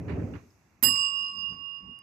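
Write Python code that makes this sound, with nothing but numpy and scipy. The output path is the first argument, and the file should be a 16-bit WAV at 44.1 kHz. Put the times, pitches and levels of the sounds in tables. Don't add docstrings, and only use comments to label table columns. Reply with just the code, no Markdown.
import sys
import numpy as np
from scipy import signal
from scipy.io import wavfile
from scipy.ndimage import uniform_filter1d

SR = 44100
rng = np.random.default_rng(int(sys.argv[2]) if len(sys.argv) > 2 else 0)


def master_out(mix):
    frames = np.transpose(np.atleast_2d(mix))
    ceiling = np.clip(frames, -1, 1)
    pcm = np.round(ceiling * 32767).astype(np.int16)
    wavfile.write(sys.argv[1], SR, pcm)


N = 89346

BUTTON_S, STRIKE_S = .826, .834
# (pitch [Hz], right level [dB], left level [dB], t60 [s], attack [s], right polarity,
# left polarity, right reflection [dB], left reflection [dB], extra detour [mm])
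DOME_MODES = [(1097.3, -41.5, -57.0, 2.4, .04, -1, 1, -3.7, -8.0, 212.0),
              (1119.6, -30.5, -43.0, 3.0, .045, 1, -1, -20.0, -15.0, 304.0),
              (2832.6, -19.2, -33.0, 2.9, .008, 1, 1, -4.2, -4.0, 50.0),
              (7642.0, -39, -59.3, .82, .003, 1, 1, -12.0, -9.0, 42.5),
              (7706.0, -21.5, -43.0, .7, .003, 1, 1, -10.0, -9.0, 9.9),
              (10702.0, -23.0, -44.0, .36, .002, 1, 1, -8.0, -6.0, 21.4),
              (14205.0, -19, -29, .2, .002, 1, 1, -2.0, -4.0, 20.2)]
# (time [s], detour [m], level [dB])
REFLECTION = [(0.87, 1.402, -22.2), (0.95, 1.339, -16.3), (1.05, 1.264, -8.9), (1.17, 1.177, 0.0),
              (1.3, 1.116, -0.3), (1.42, 1.061, -0.6), (1.55, 0.983, -0.9), (1.67, 0.928, -1.2),
              (1.85, 0.848, -1.6), (2.03, 0.728, -2.0)]
SOUND_M_PER_S, LEFT_DETOUR_M, LEFT_LAG_S = 343, .022, .00003
# (time [s], right gain at 8 kHz [dB], left gain at 8 kHz [dB])
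RING_TREBLE_LEVEL = [(.84, 4, -0.5), (.9, 3.5, 5), (.94, -3, 7.5), (1.0, 3.5, 9.5), (1.1, 0.5, 6),
                     (1.18, -0.5, 2.5), (1.3, 1, 2.5), (1.55, 1, -11), (1.8, 4.5, -4), (2.03, -1, -1)]
TREBLE_SLOPE = .94
WAVER_DB, WAVER_PER_S, WAVER_GROWS_S = 3.5, 6.0, .27
# (time [s], lower mode level [dB], upper mode level [dB])
PAIR_FADE = [(.87, -19, -27), (.93, -29, -23.5), (.97, -26.5, -27.5), (1.07, -29, -37.5),
             (1.14, -44, -38.5), (1.19, -46.5, -35), (1.28, -36.5, -40), (1.33, -49.5, -45),
             (1.4, -36.5, -40.5), (1.43, -39, -61.5), (1.465, -58, -46), (1.5, -42, -64),
             (1.55, -49, -62.5), (1.64, -59.5, -55.5), (1.72, -55.5, -65.5), (1.78, -53, -61.5),
             (1.86, -72.5, -64.5), (2.02, -64, -77.5)]
PAIR_HZ, PAIR_LEFT_DB, PAIR_WANDER_RAD = (5010.5, 5066.0), -9.5, .59
# (pitch [Hz], level [dB], t60 [s])
OVERTONES = [(2195, -57, 1.2), (3330, -65, 1.3), (3932, -61, 1.1), (5540, -66, 1.6), (8990, -54, .14),
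             (9480, -53, .14), (10020, -56, .35), (11500, -38, .1), (12720, -50, .38), (14130, -43, .25),
             (15390, -40, .22)]
SHIMMER_HZ, SHIMMER_MIN_DB, SHIMMER_MEAN_T60_S = (10400, 15600), -55, .2
OVERTONE_PAN_DB, FLICKER_DB, FLICKER_PER_S = -8.5, 5, 18

# (frequency [Hz], relative density [dB])
CRACK_TONE = [(50, -12.5), (100, 2), (300, -10.5), (700, -18), (1500, -20.5), (3000, -20.5), (4300, -22),
              (6500, -18.5), (8000, -15.5), (9000, -42.5), (10200, -38.5), (11300, -2), (13000, -11),
              (14500, -15), (16000, -24.5)]
# (frequency [Hz], t60 [s])
TAIL_DECAY = [(100, 0.52), (300, 0.66), (1500, 0.3), (4000, .24), (6500, 0.27), (9000, 0.069),
              (12000, 0.13), (15500, 0.094)]
# (frequency [Hz], left minus right [dB])
CRACK_PAN = [(60, -9), (110, -5), (200, 4), (380, -3.5), (700, -8), (1290, -14.5), (4400, -10.5),
             (8120, -8.5), (15000, -26.5)]
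BUTTON_DB, SNAP_DB, TAIL_DB, ATTACK_CYCLES = -23.5, -23.5, -32, 1.6
# (pitch [Hz], level [dB], t60 [s])
BASE_MODES = [(95, -51, 0.27), (255, -32.5, .15), (1890, -39, 0.028)]
# (frequency [Hz], left minus right [dB])
BASE_PAN = [(100, -6.5), (270, 5), (800, -10), (2000, -16.5)]
CHATTER_FROM_S, CHATTER_TO_S, CHATTER_PER_S, CHATTER_DB = .022, .062, 450, -7.5

# (time [s], level [dB], t60 [s], left minus right [dB])
SCUFF_CUES = [(.081, -49, 0.1, -12.5), (0.094, -46.5, 0.35, -5), (0.336, -49.5, 0.089, -8),
              (0.352, -56, 0.26, -11), (0.952, -50, 0.12, -10), (1.525, -66, 0.22, -11.5)]
# (frequency [Hz], relative density [dB])
SCUFF_TONE = [(410, -42), (700, -6.5), (1700, -8), (2640, -8), (3480, -33.5), (3900, -14.5), (4950, -34.5),
              (14000, -52.5)]
# (time [s], level [dB], pitch [Hz], t60 [s], left minus right [dB])
TICK_CUES = [(.505, -60.5, 5170, .02, -10), (.956, -56, 3900, .02, -9), (1.990, -44.5, 9600, 0.0013, -16)]
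# (time [s], level [dB])
RUMBLE_FADER = [(0, -37), (.05, -40), (.1, -32), (.24, -32), (.3, -37), (.35, -38), (.44, -58), (.52, -66),
                (.6, -78)]
# (frequency [Hz], relative density [dB])
RUMBLE_TONE = [(30, -35), (55, -23), (82, -1), (105, 2.5), (133, -16.5), (168, -1), (195, -23), (265, -1),
               (320, -24.5), (364, -2.5), (440, -19), (550, -18.5), (900, -33), (1600, -41), (2700, -46),
               (3200, -68)]
# (time [s], level [dB])
BUMP_FADER = [(1.1, -72), (1.25, -57.5), (1.29, -68.5), (1.37, -58), (1.464, -62.5), (1.522, -49.5),
              (1.614, -62.5), (1.65, -71), (1.788, -79.5), (1.81, -64), (1.846, -53.5), (1.896, -53),
              (1.998, -83), (2.026, -60.5)]
# (frequency [Hz], relative density [dB])
BUMP_TONE = [(30, -15), (81, -1.5), (125, -7.5), (208, 1), (353, -17.5), (453, -13), (556, -40),
             (1000, -21), (1300, -58), (2200, -120)]
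# (frequency [Hz], left minus right [dB])
HANDLING_PAN = [(60, 0.5), (400, -2.5), (700, 5), (1300, -9), (2400, -16)]

# (frequency [Hz], relative density [dB])
ROOM_TONE = [(30, -30.5), (60, -9), (106, -3.5), (250, -9), (500, -20), (1000, -18), (1500, -22.5),
             (2600, -26), (3000, -43.5), (3700, -34), (4900, -32.5), (6000, -25.5), (7300, -33),
             (8300, -48), (10000, -41.5), (12000, -38.5), (16000, -46)]
# (frequency [Hz], left minus right [dB])
ROOM_PAN = [(60, 4), (110, 0.5), (200, 1.5), (380, -1.5), (700, -3.5), (1290, 0), (2380, -14), (4400, 5),
            (8120, -2), (15000, -3.5)]
# (time [s], level [dB])
HISS_FADER = [(0.0, -80.5), (0.28, -76.5), (0.66, -82.5), (0.88, -87.5), (0.97, -75.5), (1.36, -88),
              (1.43, -82.5), (1.52, -82), (1.538, -76.5), (1.56, -89), (2.03, -92)]
# (frequency [Hz], left-right correlation [0..1])
CORRELATION = [(60, 0.95), (240, 0.86), (950, 0.49), (3770, 0.14), (15000, 0.52)]
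ROOM_DB, LOW_CUT_HZ, HIGH_CUT_HZ = -65.5, 40, 16500
NOW = np.arange(N) / SR


def dome():
    out = np.zeros((2, N))
    detour_m, reflection_db = in_time(REFLECTION)
    treble_db = in_time(RING_TREBLE_LEVEL)[::-1]
    for (hz, right_db, left_db, t60, attack_s, right_sign, left_sign,
         right_echo_db, left_echo_db, extra_mm) in DOME_MODES:
        sides = [(left_db, left_sign, left_echo_db), (right_db, right_sign, right_echo_db)]
        for side, (db, sign, echo_db) in enumerate(sides):
            age = NOW - STRIKE_S - LEFT_LAG_S * (1 - side)
            waver_db = WAVER_DB * drift(WAVER_PER_S) * np.clip(age / WAVER_GROWS_S, 0, 1)
            motion_db = (treble_db[side] + waver_db) * (hz / 8000) ** TREBLE_SLOPE
            echo_m = detour_m + extra_mm / 1000 + LEFT_DETOUR_M * (1 - side)
            for delay_s, path_db in ((0, 0), (echo_m / SOUND_M_PER_S, reflection_db + echo_db)):
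                rung_s = np.maximum(age - delay_s, 0)
                attack = 1 - np.exp(-rung_s / attack_s)
                level = from_db(db + path_db + motion_db - 60 * rung_s / t60)
                out[side] += sign * attack * level * np.sin(2 * np.pi * hz * rung_s)
    return out


def beating_pair():
    out, age = np.zeros((2, N)), np.maximum(NOW - STRIKE_S, 0)
    attack = 1 - np.exp(-age / .0055)
    for hz, right_db in zip(PAIR_HZ, in_time(PAIR_FADE)):
        left_db = PAIR_LEFT_DB + uniform_filter1d(right_db, size=SR // 8) + WAVER_DB * drift(WAVER_PER_S)
        for side, db in enumerate((left_db, right_db)):
            wander = PAIR_WANDER_RAD * drift(WAVER_PER_S) * np.clip(age / WAVER_GROWS_S, 0, 1)
            out[side] += attack * from_db(db) * np.sin(2 * np.pi * hz * age + wander)
    return out


def overtones():
    pitch, loudness, length = rng.random((40, 3)).T
    shimmer = zip(np.interp(pitch, [0, 1], SHIMMER_HZ), SHIMMER_MIN_DB + 10 * loudness,
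                  SHIMMER_MEAN_T60_S * (.5 + length))
    out, age = 0, np.maximum(NOW - STRIKE_S, 0)
    for hz, db, t60 in [*OVERTONES, *shimmer]:
        level = from_db(db + FLICKER_DB * drift(FLICKER_PER_S)) * decay(STRIKE_S, t60, attack_s=.00504)
        cycles = hz * age + rng.random((2, 1))
        out += level * np.sin(2 * np.pi * cycles + drift(FLICKER_PER_S))
    return pan(OVERTONE_PAN_DB) * out


def crack():
    def envelope(hz):
        soften_s = ATTACK_CYCLES / hz
        touch = from_db(BUTTON_DB) * decay(BUTTON_S, t60=.084, attack_s=.00095 + soften_s)
        snap = from_db(SNAP_DB) * decay(STRIKE_S, t60=.011, attack_s=.0003)
        tail = from_db(TAIL_DB) * decay(STRIKE_S, at_hz(TAIL_DECAY, hz), attack_s=.001025 + soften_s)
        return pan(at_hz(CRACK_PAN, hz)) * (touch + snap + tail)
    return noise_bands(CRACK_TONE, envelope)


def base_thump():
    out, age = 0, NOW - BUTTON_S
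    pressing = (age > CHATTER_FROM_S) * (age < CHATTER_TO_S)
    for hz, db, t60 in BASE_MODES:
        contacts = pressing * (rng.random(N) < CHATTER_PER_S / SR)
        clicks = contacts * rng.standard_normal(N) * from_db(CHATTER_DB)
        clicks[int(BUTTON_S * SR)] = 1
        out += from_db(db) * pan(at_hz(BASE_PAN, hz)) * ring(clicks, hz, t60)
    return out


def scuffs():
    envelope = sum(from_db(db) * pan(pan_db) * decay(s, t60, attack_s=.00075)
                   for s, db, t60, pan_db in SCUFF_CUES)
    return noise_bands(SCUFF_TONE, lambda hz: envelope * from_db(3 * drift(60)))


def ticks():
    return sum(pan(pan_db) * ring(from_db(db) * (np.arange(N) == int(s * SR)), hz, t60)
               for s, db, hz, t60, pan_db in TICK_CUES)


def handling():
    out, lumps_db = 0, .45 * drift(7.2)
    for fader, tone in ((RUMBLE_FADER, RUMBLE_TONE), (BUMP_FADER, BUMP_TONE)):
        gate = (NOW >= fader[0][0]) * (NOW <= fader[-1][0])
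        rumble = noise_bands(
            tone, lambda hz: pan(at_hz(HANDLING_PAN, hz)) * from_db(lumps_db + 3 * drift(17)))
        out += gate * from_db(in_time(fader)[0]) * rumble
    return out


def shop():
    hiss_db = in_time(HISS_FADER)[0]
    hiss_db -= hiss_db.mean()
    return from_db(ROOM_DB) * noise_bands(
        ROOM_TONE, lambda hz: pan(at_hz(ROOM_PAN, hz)) * from_db(.76 * drift(3) + (hz > 2800) * hiss_db))


def from_db(db):
    return 10 ** (np.asarray(db) / 20)


def at_hz(rows, hz):
    frequencies, values = np.transpose(rows)
    return np.interp(np.log(hz), np.log(frequencies), values)


def in_time(rows):
    times, *columns = np.transpose(rows)
    return [np.interp(NOW, times, column) for column in columns]


def pan(db):
    return from_db([[db / 2], [-db / 2]])


def decay(start_s, t60, attack_s):
    age = np.maximum(NOW - start_s, 0)
    return (1 - np.exp(-age / attack_s)) * from_db(-60 * age / t60)


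def drift(rate):
    hop, settle = 40, 2000
    pole = np.exp(-2 * np.pi * rate * hop / SR)
    white = rng.standard_normal(N // hop + settle + 2)
    slow = signal.lfilter([1], [1, -2 * pole, pole * pole], white)[settle:]
    return np.interp(np.arange(N) / hop, np.arange(len(slow)), slow / slow.std())


def ring(clicks, hz, t60):
    pole, step = from_db(-60 / (t60 * SR)), 2 * np.pi * hz / SR
    return signal.lfilter([0, np.sin(step)], [1, -2 * pole * np.cos(step), pole * pole], clicks + 1e-18)


def noise_bands(tone, envelope):
    low, high = tone[0][0], min(tone[-1][0], .45 * SR)
    edges = np.geomspace(low, high, int(4 * np.log2(high / low)) + 1)
    centres = np.sqrt(edges[1:] * edges[:-1])
    gains = from_db(at_hz(tone, centres))
    gains /= np.sqrt(np.sum(gains ** 2 * np.diff(edges)) * 2 / SR)
    white, out = rng.standard_normal((2, 2, N + SR // 4)), 0
    for k, hz in enumerate(centres):
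        bandpass = signal.butter(3, edges[k:k + 2], "band", fs=SR, output="sos")
        mid, side = signal.sosfilt(bandpass, white[k % 2])[:, -N:]
        alike = at_hz(CORRELATION, hz)
        stereo = np.sqrt((1 + alike) / 2) * mid + np.sqrt((1 - alike) / 2) * side * [[1], [-1]]
        out += gains[k] * envelope(hz) * stereo
    return out


def scene():
    bell = dome() + beating_pair() + overtones() + crack() + base_thump()
    return bell + scuffs() + ticks() + handling() + shop()


def record(dry):
    dry = signal.sosfilt(signal.butter(3, LOW_CUT_HZ, "high", fs=SR, output="sos"), dry)
    return signal.sosfilt(signal.cheby2(12, 70, HIGH_CUT_HZ, fs=SR, output="sos"), dry)


dry = scene()
out = record(dry)
master_out(out)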